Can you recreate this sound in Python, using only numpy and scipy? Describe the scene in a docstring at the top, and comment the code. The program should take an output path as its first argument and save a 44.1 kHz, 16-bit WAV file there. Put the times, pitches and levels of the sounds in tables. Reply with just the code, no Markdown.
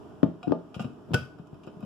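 """A quiet kitchen, close up: a plastic lid goes onto a small blender jar.
Something is set down on the counter at the left with a few dull knocks. The loose lid ticks against
the rim, rubs as it is pressed down, then snaps home with a crack and a brief ring of the closed jar.
Each push thumps through the blender into the counter. Short reflections off counter and cupboards
wrap the hits, over a bed of low hush and faint appliance hum."""
import sys
import numpy as np
from scipy import signal
from scipy.fft import rfft, irfft
from scipy.io import wavfile

SR = 44100
rng = np.random.default_rng(int(sys.argv[2]) if len(sys.argv) > 2 else 0)


def generate_wav(signal):
    """Clip the signal to [-1, 1] and save it as 16-bit WAV at the path in sys.argv[1]."""
    frames = np.transpose(np.atleast_2d(signal))
    scaled = np.clip(frames, -1, 1) * 32767
    pcm = np.round(scaled).astype(np.int16)
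    wavfile.write(sys.argv[1], SR, pcm)


N = 81585

# the double hit of the lid snapping home (time [s], level [dB])
SNAP_HITS = [(1.1413, -23.5), (1.1435, -17.5)]
# colour of the snap's crack (frequency [Hz], level [dB])
SNAP_SPECTRUM = [(150, -2), (550, 0), (780, -16), (1300, 4.5), (1900, -2), (2900, 6), (4000, -16),
                 (5100, 1), (7500, -7), (11000, -15), (14500, -21)]
# modes of the seated lid and jar (frequency [Hz], level [dB], t60 [s])
SEATED_MODES = [(473.6, -12.5, 0.084), (610, -5.5, 0.044), (897, -25, 0.087), (1300, -27.5, 0.16),
                (2620, -13.5, 0.086), (2680, -38, 0.035), (2948, -35, 0.076), (3350, -10, 0.042),
                (5300, -32, 0.037), (5700, -29, .22)]
# the closed jar's main ring, a tight cluster that wavers (frequency [Hz], level [dB], t60 [s])
JAR_MODES = [(1487, -8, .13), (1481, -29, .5), (1497, -26, .5)]
# the lid touching the rim (time [s], level [dB], brightness [dB/octave], t60 [s])
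RIM_TICKS = [(0.43, -40.5, 1, 0.026), (.479, -45.5, -5.5, 0.04), (0.505, -63, -13, .03),
             (0.5186, -47, 1, .015), (0.7436, -41, 1.5, 0.086), (0.755, -52, 18, .04),
             (0.795, -37, -2, 0.11), (0.804, -45, 8, .04), (0.815, -48, 10.5, 0.056), (.824, -43, 6, 0.014),
             (.844, -44, -3, 0.057), (1.136, -32, 4, 0.09), (1.3864, -53, -5, 0.027),
             (1.471, -60, 12, 0.026), (1.5437, -54, -8.5, 0.04), (1.635, -55, 4, 0.09),
             (1.667, -55.5, 9, 0.024), (1.674, -47, -6, 0.089), (1.806, -54, 17, 0.016),
             (1.827, -49, -7, 0.11)]
# colour of the plastic crackle (frequency [Hz], level [dB])
PLASTIC_SPECTRUM = [(150, -28.5), (600, 12.5), (1300, -4.5), (2000, -0.5), (2800, 14), (4000, -10.5),
                    (5200, -1.5), (7500, -9), (10000, -17), (14500, -32.5)]
# modes of the loose lid (frequency [Hz], level [dB], t60 [s])
LOOSE_LID_MODES = [(1231, -5.5, 0.065), (1416, -9, 0.091), (2559, -6.5, 0.085), (2526, -13.5, 0.054),
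                   (3050, -14.5, 0.14), (3834, -16.5, 0.1), (4947, -16, 0.056), (5290, -17.5, 0.072),
                   (7400, -21, 0.039)]
# air ringing in the nearly closed jar as the lid touches (time [s], level [dB], pitch [Hz])
JAR_AIR_NOTES = [(.429, -30, 711), (.792, -38, 690)]
# knocks on the counter (time [s], level [dB], pitch [Hz], hardness as the thud's cutoff [Hz])
COUNTER_KNOCKS = [(0.2308, -4.5, 270.5, 704), (0.471, -21.5, 281, 400), (0.477, -15.5, 281, 423),
                  (.496, -18, 270, 400), (.509, -14.5, 297, 350), (0.5208, -9, 380, 1150)]
# modes of the counter top (frequency [Hz], level [dB], t60 [s])
COUNTER_MODES = [(138.3, -17.5, 0.17), (170.8, -21.5, 0.26), (239, -22, 0.15), (255.8, -23.5, 0.3),
                 (446, -34.5, 0.095), (630, -41, 0.22), (655.7, -27.5, 0.2), (878, -44, 0.23),
                 (1080, -46.5, 0.033), (1198, -42, 0.13)]
# colour of a knock's contact tick (frequency [Hz], level [dB])
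CONTACT_SPECTRUM = [(100, 0.5), (620, 4.5), (1300, -0.5), (1900, -6.5), (3200, -11.5), (5400, -22.5),
                    (7500, -29), (14000, -69.5)]
# a low reflection just after the first knock, then the blender jolted by pushes and fingers
# (time [s], level [dB], pitch [Hz], t60 [s])
LOW_THUMPS = [(0.2369, -14, 142.8, 0.027), (0.7649, -27.5, 197, 0.052), (0.796, -32, 237, 0.045),
              (0.8028, -25, 190, 0.068), (0.844, -26, 248.6, 0.14), (0.85, -31.5, 142, 0.063),
              (1.089, -39.5, 191, 0.1), (1.107, -28.5, 271, 0.061), (1.1158, -22, 150, .06),
              (1.134, -11.5, 138, 0.017), (1.142, -9, 121, 0.027), (1.150, -18.5, 243, 0.036),
              (1.159, -36.5, 83, .3), (1.214, -36, 125.5, 0.23), (1.352, -38, 159, 0.046),
              (1.394, -35, 164, 0.085), (1.53, -31.5, 141, .05), (1.673, -31.5, 317, 0.045),
              (1.766, -40, 178, 0.077), (1.828, -33.5, 253, 0.096), (1.8365, -26, 199, 0.03)]
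# colour of the dull scuff in the thumps and the rub (frequency [Hz], level [dB])
SCUFF_SPECTRUM = [(40, 18), (150, 19.5), (400, 10), (700, 0.5), (1300, -13.5), (2500, -14), (8000, -30.5)]
# decay of the kitchen's tail (frequency [Hz], t60 [s])
KITCHEN_DECAY = [(100, .36), (260, 0.29), (700, 0.31), (1800, 0.36), (5000, 0.35), (12000, 0.33)]
# colour of the room's hush (frequency [Hz], level [dB])
HUSH_SPECTRUM = [(15, -28), (25, -5), (142, -3), (422, -5.5), (537, -19.5), (683, -9.5), (760, -15.5),
                 (1100, -17.5), (1690, -26.5), (2150, -28.5), (3040, -26), (4190, -39.5), (5470, -31.5),
                 (13200, -44), (14700, -50.5)]
# faint appliance hum (frequency [Hz], level [dB])
HUM_PARTIALS = [(295, -62.5), (414, -66.5), (623, -68)]
# slow level ride on hush and hum (time [s], gain [dB])
BED_DRIFT = [(0, 3.5), (.35, -1.5), (1.0, 0), (1.45, -2.5), (1.85, 1)]
# how alike the noise is left and right (frequency [Hz], correlation [0..1])
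STEREO_LIKENESS = [(60, 1), (200, 0.45), (450, 0.46), (1200, 0.38), (10000, 0.067)]
# microphone colour (frequency [Hz], gain [dB])
MIC_RESPONSE = [(1500, 2.5), (2100, -11), (2600, -5), (3300, -3), (4250, -4.5), (5000, -4.5), (5700, -6.5),
                (6300, -13), (7300, -4.5), (8400, -11), (9700, -6.5)]

THUMP_LEFT_DB = 6.5


def lid_snap():
    """The hero hit: the lid jumps over the thread with a crack, and the closed jar rings."""
    out = np.zeros((2, N))
    for start, db in SNAP_HITS:
        snap = crack(SNAP_SPECTRUM, t60=0.025) + ring(SEATED_MODES) + amp(-2) * ring(JAR_MODES)
        add(out, start, amp(db) * snap)
    return kitchen(out, room_db=-7.5)


def lid_ticks():
    """The loose lid taps and catches on the rim and wakes the air in the jar."""
    out, t = np.zeros((2, N)), hit_time()
    for start, db, tilt_db, t60 in RIM_TICKS:
        add(out, start, amp(db) * (crack(PLASTIC_SPECTRUM, t60, tilt_db) + ring(LOOSE_LID_MODES)))
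    air_attack_s, air_t60 = 0.02, 0.11
    for start, db, hz in JAR_AIR_NOTES:
        envelope = amp(db - 60 * t / air_t60) * np.minimum(t / air_attack_s, 1) ** 2
        add(out, start, envelope * np.sin(2 * np.pi * hz * t))
    return kitchen(out * pan_left(db=-0.5), room_db=-3.5)


def counter_knocks():
    """Something lands on the counter: damped thuds with a faint contact tick; the top rings on."""
    out, t = np.zeros((2, N)), hit_time()
    thud_q, right_lag_s, top_cut_hz = 2.97, 0.0013, 6520
    age = t - np.array([[0], [right_lag_s]])
    for start, db, hz, cutoff_hz in COUNTER_KNOCKS:
        thud = -np.cos(2 * np.pi * hz * age) * np.exp(-np.pi * hz * age / thud_q) * (age >= 0)
        thud = signal.lfilter(*signal.butter(3, cutoff_hz, fs=SR), thud)
        thud /= abs(thud).max()
        tilt_db = 8.5 * np.log2(cutoff_hz / 600)  # per octave: soft knocks lose tick and upper modes
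        tick = amp(-17.5 + min(2 * tilt_db, 0)) * crack(CONTACT_SPECTRUM, t60=0.013)
        counter = ring([(f, level + tilt_db * np.log2(f / 300), t60) for f, level, t60 in COUNTER_MODES])
        add(out, start, amp(db) * (thud * pan_left(db=18.5) + (tick + counter) * pan_left(db=2)))
    out = signal.sosfilt(signal.butter(6, top_cut_hz, fs=SR, output="sos"), out)
    return kitchen(out, room_db=-7.5, early_db=14)


def low_thumps():
    """The low end: the first knock's reflection, then pushes bouncing the blender on the counter."""
    out, t = np.zeros((2, N)), hit_time()
    attack_s = 0.00067
    for start, db, hz, t60 in LOW_THUMPS:
        thump = np.sin(2 * np.pi * hz * t) + amp(-8) * noise(SCUFF_SPECTRUM, len(t))
        envelope = amp(db - 60 * t / t60) * np.minimum(t / attack_s, 1)
        add(out, start, envelope * thump)
    return kitchen(out * pan_left(THUMP_LEFT_DB), room_db=-7)


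def lid_rub():
    """A dull rub swells into the snap as the hand bears down on the lid."""
    out, size = np.zeros((2, N)), int(0.062 * SR)
    swell = amp(np.linspace(-47, -40.5, size)) * signal.get_window(("tukey", 0.2), size)
    add(out, start=1.07, sound=swell * noise(SCUFF_SPECTRUM, N)[:, :size])
    return out * pan_left(THUMP_LEFT_DB)


def kitchen(dry, room_db, early_db=9.5):
    """Adds dense early reflections off counter and cupboards, and a short tail."""
    early_t60, predelay_s = 0.021, 0.001
    flat_noise = noise([(1, 0), (SR, 0)], SR // 2)
    hz, t, bands = signal.stft(flat_noise, SR, nperseg=256)
    decay = amp(-60 * t / curve_at(KITCHEN_DECAY, hz)[:, None]) + amp(early_db - 60 * t / early_t60)
    tail = signal.istft(bands * decay, SR, nperseg=256)[1][:, :SR // 2]
    tail *= np.clip(hit_time() / predelay_s - 1, 0, 1)
    tail /= np.linalg.norm(tail, axis=1, keepdims=True)
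    return dry + amp(room_db) * signal.fftconvolve(dry[:1], tail, axes=1)[:, :N]


def room_tone():
    """The bed: low hush and faint appliance hum, drifting gently in level."""
    t = np.arange(N) / SR
    hum = sum(amp(db) * np.sqrt(2) * np.sin(2 * np.pi * (hz * t + rng.random()))
              for hz, db in HUM_PARTIALS)
    hush = amp(-51.5) * noise(HUSH_SPECTRUM, N)
    drift = amp(np.interp(t, *np.transpose(BED_DRIFT)))
    return (hush + hum) * drift * pan_left(db=-0.86)


def crack(spectrum, t60, tilt_db=0):
    """A sharp transient on the dense, fast-dying ring of a struck surface."""
    t = hit_time()
    edge_db, edge_s = -18, 0.0013
    envelope = amp(-60 * t / t60) + amp(edge_db) * np.exp(-t / edge_s)
    return noise(spectrum, len(t), tilt_db) * envelope


def ring(modes):
    """Decaying modes; the higher ones reach the two channels out of step."""
    t = hit_time()
    lags_s = rng.uniform(-1, 1, (len(modes), 2, 1)) * 0.00012
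    return sum(amp(db - 60 * t / t60) * np.sin(2 * np.pi * hz * (t + lag))
               for (hz, db, t60), lag in zip(modes, lags_s))


def noise(spectrum, size, tilt_db=0):
    """Coloured noise at unit rms, tilted by tilt_db per octave; narrow lows, wide highs."""
    hz = np.fft.rfftfreq(size, 1 / SR)
    left, independent = rfft(rng.standard_normal((2, size)))
    likeness = curve_at(STEREO_LIKENESS, hz)
    right = likeness * left + np.sqrt(1 - likeness ** 2) * independent
    colour = amp(curve_at(spectrum, hz) + tilt_db * np.log2(hz + 1))
    stereo = irfft(np.array([left, right]) * colour, size)
    return stereo / np.sqrt(np.mean(stereo ** 2) + 1e-20)


def amp(db):
    """Decibels to gain."""
    return 10 ** (np.asarray(db) / 20)


def curve_at(points, hz):
    """Reads a breakpoint curve on a log-frequency axis."""
    point_hz, values = np.transpose(points)
    return np.interp(np.log(hz + 1), np.log(point_hz + 1), values)


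def add(mix, start, sound):
    """Drops a sound into the mix at a start time in seconds."""
    part = mix[:, round(start * SR):][:, :sound.shape[-1]]
    part += sound[..., :part.shape[1]]


def hit_time():
    """Half-second time axis for one hit."""
    return np.arange(SR // 2) / SR


def pan_left(db):
    """Stereo gains that pull the right channel down by db; negative values lean right."""
    return np.array([[1], [amp(-db)]])


def scene():
    """The mix: knocks, lid and thumps over the room tone."""
    return counter_knocks() + lid_ticks() + lid_snap() + low_thumps() + lid_rub() + room_tone()


def record(dry):
    """The microphone chain: minimum-phase colour, low cut and a steep high cut."""
    low_cut_hz, high_cut_hz = 117, 14450
    log_gain = np.log(amp(curve_at(MIC_RESPONSE, abs(np.fft.fftfreq(2048, 1 / SR)))))
    mic_impulse = np.fft.ifft(np.exp(np.conj(signal.hilbert(log_gain)))).real
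    heard = signal.fftconvolve(dry, mic_impulse[None], axes=1)[:, :N]
    heard = signal.sosfilt(signal.butter(2, low_cut_hz, "high", fs=SR, output="sos"), heard)
    high_cut = signal.firwin(301, high_cut_hz, window=("kaiser", 8), fs=SR)
    return signal.oaconvolve(heard, high_cut[None], "same")


dry = scene()
out = record(dry)
generate_wav(out)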